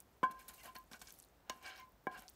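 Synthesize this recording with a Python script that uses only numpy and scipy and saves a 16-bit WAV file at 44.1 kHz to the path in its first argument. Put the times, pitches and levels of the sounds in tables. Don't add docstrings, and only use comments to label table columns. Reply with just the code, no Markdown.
import sys
import numpy as np
from scipy import signal
from scipy.fft import rfft, irfft, next_fast_len
from scipy.io import wavfile
from scipy.ndimage import uniform_filter1d

SR = 44100
rng = np.random.default_rng(int(sys.argv[2]) if len(sys.argv) > 2 else 0)


def int16_out(signal):
    q = np.round(np.clip(np.atleast_2d(signal).T, -1, 1) * 32767)
    wavfile.write(sys.argv[1], SR, q.astype(np.int16))


def boost_factor(decibels):
    exponent = np.asarray(decibels, float) / 20
    return 10 ** exponent


N = 103635

# pitch_hz, density_db (per Hz)
AIR = [(25, -34), (50, 1.5), (90, -12), (300, -15.5), (800, -18), (3000, -32), (10000, -40), (16000, -38)]
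AIR_DB = -68
ROOM_T60_S, ROOM_DB, WALL_CUT_HZ = .3, -22, 4000

# pitch_hz, level_db
MIC = [(60, -1), (4500, -0.5), (5000, 0), (9000, -0.5), (10600, -3), (12500, 1.5), (15000, 4)]
NEAR_LOW_HZ = 134
TOP_HZ, TOP_DB = 15650, -25

# start_s, length_s, level_db, centre_hz
SMEARS = [(0.003, 0.012, -64, 11000), (1.505, .12, -72, 7000), (1.625, .04, -70, 7000),
          (0.31, 0.013, -58, 9000), (.39, 0.04, -64.5, 8800), (0.48, 0.021, -51.5, 11900),
          (0.532, 0.03, -64, 12600), (0.572, 0.056, -73.5, 10700), (0.632, 0.061, -61, 9000),
          (0.748, 0.028, -61.5, 8000), (0.913, 0.058, -62, 5960), (0.991, 0.044, -66.5, 9800),
          (1.014, 0.0098, -52, 11100), (1.02, 0.053, -88, 8850), (1.08, 0.04, -66, 5900),
          (1.124, 0.015, -83, 10000), (1.19, 0.016, -74, 10000), (1.222, 0.031, -72.5, 11100),
          (1.66, 0.046, -65, 8000), (1.755, 0.065, -72, 7040), (2.112, 0.063, -69.5, 8050),
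          (2.175, 0.04, -61, 5030), (2.232, 0.013, -70, 9900), (2.282, 0.014, -67, 7040)]
SMEAR_EDGE_S, SMEAR_TAIL, SMEAR_WIDTH_OCTAVES = .0015, 0.27, 1.3
SMEAR_GRAINS_PER_S, SMEAR_SPREAD_DB, SMEAR_CYCLES = 6400, 2.2, 30
# start_s, peak_db, pitch_hz
POPS = [(.003, -40, 9500), (.0223, -54, 13500), (.398, -52, 8700), (.428, -58, 7000), (.6025, -54, 6300),
        (.84, -58, 11700), (1.045, -56, 13000), (1.058, -56, 4000), (1.149, -51, 13500), (1.129, -56, 8400),
        (1.222, -53, 8500), (1.248, -53, 13500), (1.2865, -59, 7000), (1.4057, -64, 3010),
        (1.7604, -52, 4200), (1.779, -52, 4000), (1.8931, -62, 14500), (1.9215, -59, 11500),
        (2.0403, -63, 12300), (2.1161, -55, 3500), (1.106, -52, 9000), (1.2, -48, 10000),
        (.314, -61, 13000), (.5372, -48, 14100), (.5432, -43, 14300), (.569, -59, 13100), (.635, -57, 8800),
        (0.652, -60, 10330), (0.735, -64, 8900), (0.764, -41, 4380), (.786, -44.5, 14600),
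        (0.9328, -39, 3460), (1.006, -52, 8000), (1.071, -47, 6200), (1.074, -43, 5700), (1.078, -45, 5650),
        (1.106, -42, 5700), (1.124, -43.5, 12000), (1.14, -48, 9730), (1.189, -45, 12000),
        (1.2, -45.5, 7450), (1.227, -46.5, 9400), (1.239, -55, 4500), (1.6626, -44, 4400),
        (1.799, -48.5, 15000), (2.195, -45, 7000), (2.2222, -45.5, 11500), (2.281, -40, 5340),
        (2.286, -44.5, 4000), (2.2927, -43, 7700), (2.299, -44.5, 14400)]
POP_T60_S, POP_WIDTH_OCTAVES = .0055, 0.37
THREAD_PITCHES, THREAD_HISS_DB, CLUMP_S, CLUMP_DB = 16, -5, 0.0098, 3.5

# start_s, level_db
BUMPS = [
    (.9145, -50),
    (0.758, -54),
    (.487, -55.5),
    (1.018, -58),
    (.69, -58),
    (.935, -50),
    (.655, -55),
    (1.56, -58),
    (2.19, -52),
    (.303, -52),
]
BUMP_HZ, BUMP_T60_S = 222, 0.042

# start_s, peak_s, end_s, level_db, pitch_hz
SINGS = [(.57, .595, .64, -68, 1034), (.63, .685, .76, -56, 1034), (.755, .772, .87, -55, 1034),
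         (1.783, 1.802, 1.93, -54.5, 1030), (2.172, 2.187, 2.205, -57, 740), (1.66, 1.72, 1.82, -62, 755),
         (1.635, 1.66, 1.7, -58, 2270), (1.785, 1.81, 1.85, -62, 2110), (1.68, 1.705, 1.74, -62, 2960),
         (1.58, 1.63, 1.66, -63, 1034), (2.08, 2.14, 2.165, -54, 1030), (2.11, 2.152, 2.17, -54, 1625),
         (2.09, 2.115, 2.145, -55, 725), (2.24, 2.26, 2.3, -65, 740), (.93, .945, .975, -58, 1497),
         (.3, .36, .47, -66, 1600), (.605, .615, .64, -62, 2060), (.752, .766, .782, -58, 4380),
         (1.625, 1.68, 1.8, -57, 1580), (1.65, 1.664, 1.69, -59, 4400), (1.77, 1.785, 1.815, -65, 5600),
         (.57, .59, .68, -68, 2768)]
SING_WAVER_DB, SING_WAVER_S = 2.2, .008

# start_s, peak_s, end_s, level_db, rasp_centre_hz
DRAGS = [(0.26, 0.307, 0.4, -58.5, 455), (0.34, 0.398, 0.533, -66, 1460), (0.46, .49, 0.64, -63, 1208),
         (0.547, 0.626, 0.61, -57.5, 2280), (0.598, 0.654, 0.77, -57.5, 1110),
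         (0.746, 0.756, .79, -52.5, 1200), (.911, 0.914, 0.95, -56, 686), (0.934, 0.934, 0.99, -55.5, 1200),
         (1.012, 1.016, 1.05, -57, 1400), (1.028, 1.077, 1.158, -67, 1530), (1.415, 1.494, 1.84, -69, 920),
         (1.5, 1.61, 1.59, -69, 710), (1.585, 1.66, 1.916, -54, 1850), (1.76, 1.784, 1.88, -64, 1900),
         (2.05, 2.17, 2.215, -56, 1100), (2.17, 2.225, 2.31, -64, 1100)]
DRAG_MODE_DB = [-17, -14.5, -14.5, -5.5, -7, -7.5, -10, -10, -7, -6, -8, -14, -14, -10.5]
SLIPS_PER_S, SLIP_SPREAD_DB, RASP_CYCLES, RASP_WIDTH_OCTAVES = 14000, 2, 34, 1.27
DRAG_DAMPING, DRAG_RING_DB = 0.47, 2.5
DRAG_RING_FALL_DB = 4.1

DISH_HZ = [243, 345, 519, 738, 765, 1034, 1497, 1552, 1627, 2270, 2768, 2960, 3255, 4343]
# t60_s, spot_1_db, spot_2_db, spot_3_db
DISH = [(0.16, -28, -23, -23), (0.041, -19, -14.5, -7.5), (0.053, -17.5, -18.5, -15),
        (0.12, -18, -16.5, -7), (0.049, -15, -14.5, 0.1), (0.16, 0.5, -3, -7), (0.058, -10, -21, -19),
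        (0.15, -12.5, -21, -27), (0.11, -15.5, -12, -7), (0.1, -19.5, -17.5, -14),
        (0.095, -28.5, -18, -32.5), (0.06, -24, -10, -25), (0.058, -20, -20, -25), (0.054, -47, -13.5, -35)]
SPOT_RING = [
    1.01,
    .75,
    .55,
]
TWIN_DB, TWIN_LONGER, TWIN_HZ = -21.5, 3.8, 6
# pitch_hz, t60_s, spot_1_db, spot_2_db, spot_3_db
SPOON = [(196, 0.04, -13, -14, -12), (1195, 0.013, -26, -4.5, -16), (1078.4, 0.046, -2, -8, -13),
         (391, 0.023, -9.5, -9.5, -11.5), (626, 0.027, -15, -7.5, -11), (1755, 0.044, -22, -10, -30),
         (2180, 0.033, -18, -12.5, -25), (3760, .028, -33, -10.5, -27), (5630, 0.063, -38, -1.5, -32),
         (6730, 0.0099, -38, -3, -31), (3025, .04, -24, -30, -30), (850, .03, -18, -20, -14)]
# level_db, t60_s, centre_hz
CRACKS = [
    (-27, 0.089, 3300),
    (0, 0.027, 2640),
    (-28, 0.017, 6400),
]
# start_s, level_db, softness_cut_hz, thud_db
KNOCKS = [(0.2302, -25, 3260, 5), (.2336, -22.5, 2450, -13), (.6671, -56, 2000, .1),
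          (0.6545, -58, 2000, .1), (.7551, -58, 2500, 7), (.7625, -61, 2500, 5), (1.7979, -62, 1360, -6),
          (1.4963, -36.5, 9100, .1), (1.4978, -35, 7000, .1), (.9331, -57, 6000, .1),
          (2.0677, -48, 2030, .1), (2.0688, -27, 2290, 1.5)]
KNOCK_SPOT = [0, 0, 2, 2, 2, 2, 0, 1, 1, 1, 2, 2]
THUD_BELOW_HZ, BOUNCE_S = 700, .006


def rms_one(x):
    return x / np.sqrt(np.mean(x ** 2) + 1e-20)


def ring(clicks, hz, t60):
    radius = 10 ** (-3 / (t60 * SR))
    w = 2 * np.pi * hz / SR
    return signal.lfilter([0, np.sin(w)], [1, -2 * radius * np.cos(w), radius ** 2], clicks + 1e-18)


def band(x, hz, octaves):
    edges = np.clip([hz * 2 ** -octaves, hz * 2 ** octaves], 20, .45 * SR)
    return signal.sosfilt(signal.butter(1, edges, "band", fs=SR, output="sos"), x)


def butter_two(x, hz, kind="low"):
    return signal.sosfilt(signal.butter(2, hz, kind, fs=SR, output="sos"), x)


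def swell(start, peak, end, power):
    return np.interp(np.arange(N) / SR, [start, peak, end], [0, 1, 0]) ** power


def grains(per_s, spread_db):
    sizes = boost_factor(spread_db * np.minimum(rng.exponential(1, N), 5)) * rng.choice([-1, 1], N)
    return rms_one(sizes * (rng.random(N) < per_s / SR))


def fizz(low_hz, high_hz, per_s, spread_db, cycles):
    out = boost_factor(THREAD_HISS_DB) * rng.standard_normal(N)
    for hz in np.geomspace(low_hz, high_hz, num=THREAD_PITCHES):
        drift = uniform_filter1d(rng.standard_normal(N), int(CLUMP_S * SR))
        clumps = boost_factor(CLUMP_DB * rms_one(drift))
        snaps = ring(clumps * grains(per_s / THREAD_PITCHES, spread_db), hz, cycles / hz)
        out += np.sqrt(hz / high_hz / 4) * rms_one(snaps)
    return rms_one(out)


def room_air():
    hz, db = np.transpose(AIR)
    grid = np.maximum(np.arange(N // 2 + 1) * SR / N, 1)
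    gain = boost_factor(np.interp(np.log(grid), np.log(hz), db))
    return boost_factor(AIR_DB) * rms_one(irfft(rfft(rng.standard_normal(N)) * gain, N))


def kitchen(x):
    size = next_fast_len(N + SR)
    z = np.exp(-2j * np.pi * np.arange(size // 2 + 1) / size)
    dull = np.exp(-2 * np.pi * WALL_CUT_HZ / SR)
    wall = (1 - dull) / (1 - dull * z)
    response = 0
    for k, lag in enumerate((rng.uniform(.008, .035, 8) * SR).astype(int)):
        loop = boost_factor(-60 * lag / SR / ROOM_T60_S) * wall * z ** lag
        response = response + (-1) ** k * loop / (1 - loop)
    return irfft(rfft(x, size) * response, size)[:N]


def smears():
    out, t = np.zeros(N + SR), np.arange(SR // 5) / SR
    snaps = fizz(2250, 12500, SMEAR_GRAINS_PER_S, SMEAR_SPREAD_DB, SMEAR_CYCLES)
    for s, length, db, hz in SMEARS:
        i = int(s * SR)
        times = [0, SMEAR_EDGE_S, length, length * (1 + SMEAR_TAIL) + SMEAR_EDGE_S]
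        shape = np.interp(t, times, [0, 0.64, 0.23, 0.058])
        film = band(np.resize(snaps[i:], len(t)), hz, SMEAR_WIDTH_OCTAVES)
        out[i:i + len(t)] += boost_factor(db) * shape * 2 * film
    return out[:N]


def pops():
    out, t = np.zeros(N + SR), np.arange(900) / SR
    for s, db, hz in POPS:
        i = int(s * SR)
        pop = rng.standard_normal(len(t)) * boost_factor(-60 * t / POP_T60_S)
        for _ in range(2):
            pop = band(pop, hz, POP_WIDTH_OCTAVES)
        out[i:i + len(t)] += boost_factor(db) * pop / np.abs(pop).max()
    return out[:N]


def bumps():
    clicks = np.zeros(N)
    s, db = np.transpose(BUMPS)
    clicks[(s * SR).astype(int)] = boost_factor(db)
    soft = signal.sosfilt(signal.butter(1, 3 * BUMP_HZ, fs=SR, output="sos"), clicks)
    return ring(soft, BUMP_HZ, BUMP_T60_S)


def singing():
    t, drift = np.arange(N) / SR, rng.standard_normal(N)
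    for _ in range(2):
        drift = uniform_filter1d(drift, int(SING_WAVER_S * SR))
    tones = np.zeros(N)
    for start, peak, end, db, hz in SINGS:
        tones += boost_factor(db + 3) * swell(start, peak, end, 1.5) * np.sin(2 * np.pi * hz * t)
    return boost_factor(SING_WAVER_DB * rms_one(drift)) * tones


def drags():
    strokes = [boost_factor(db) * swell(start, peak, end, 2.53) for start, peak, end, db, _ in DRAGS]
    centres = np.array([row[4] for row in DRAGS])
    slips = grains(SLIPS_PER_S, SLIP_SPREAD_DB)
    rasp = fizz(191.5, 8450, SLIPS_PER_S, SLIP_SPREAD_DB, RASP_CYCLES)
    shake, scrape = np.zeros(N), np.zeros(N)
    for k, (hz, mode, db) in enumerate(zip(DISH_HZ, DISH, DRAG_MODE_DB)):
        t60 = mode[0] * DRAG_DAMPING
        push = boost_factor(-DRAG_RING_FALL_DB * np.abs(np.log2(hz / centres))) @ strokes
        own_slips = np.roll(slips, 997 * k)
        shake += boost_factor(db) / np.std(ring(slips, hz, t60)) * ring(own_slips * push, hz, t60)
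    for stroke, hz in zip(strokes, centres):
        colour = band(band(rasp, hz, RASP_WIDTH_OCTAVES), hz, RASP_WIDTH_OCTAVES)
        scrape += stroke * rms_one(colour)
    return boost_factor(DRAG_RING_DB) * shake + scrape


def dish_modes(click, share):
    modes = []
    for k, (hz, mode) in enumerate(zip(DISH_HZ, DISH)):
        t60 = mode[0] * share
        twin = boost_factor(TWIN_DB) * ring(click, hz + TWIN_HZ, t60 * TWIN_LONGER)
        modes.append((-1) ** k * (ring(click, hz, t60) + twin))
    return np.array(modes)


def knocks():
    out, t = np.zeros(N + SR), np.arange(SR // 2) / SR
    click = 1. * (t == 0)
    dish, spoon = np.array(DISH), np.array(SPOON)
    glass = [dish_modes(click, share) for share in SPOT_RING]
    wood = np.array([(-1) ** k * ring(click, mode[0], mode[1]) for k, mode in enumerate(SPOON)])
    for (s, db, soft_hz, thud_db), spot in zip(KNOCKS, KNOCK_SPOT):
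        body = boost_factor(spoon[:, 2 + spot] + thud_db * (spoon[:, 0] < THUD_BELOW_HZ)) @ wood
        stopped = any(0 < later[0] - s < BOUNCE_S for later in KNOCKS)
        if not stopped:
            body = body + boost_factor(dish[:, 1 + spot]) @ glass[spot]
        crack_db, t60, crack_hz = CRACKS[spot]
        crack = band(boost_factor(crack_db - 60 * t / t60) * rng.standard_normal(len(t)), crack_hz, 1)
        i = int(s * SR)
        out[i:i + len(t)] += boost_factor(db) * (butter_two(body, soft_hz) + crack)
    return out[:N]


def scene():
    sources = smears() + pops() + bumps() + singing() + drags() + knocks()
    near = butter_two(sources, NEAR_LOW_HZ, "high")
    return (room_air() + boost_factor(ROOM_DB) * kitchen(near) + near)[None]


def band_limit(x):
    return signal.sosfilt(signal.butter(12, 16660, fs=SR, output="sos"), x)


def record(dry):
    hz = np.arange(N // 2 + 1) * SR / N
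    mic_hz, mic_db = np.transpose(MIC)
    response_db = np.interp(hz, mic_hz, mic_db) + TOP_DB * (hz > TOP_HZ)
    mix = irfft(rfft(dry) * boost_factor(response_db), N)
    return band_limit(mix)


dry = scene()
out = record(dry)
int16_out(out)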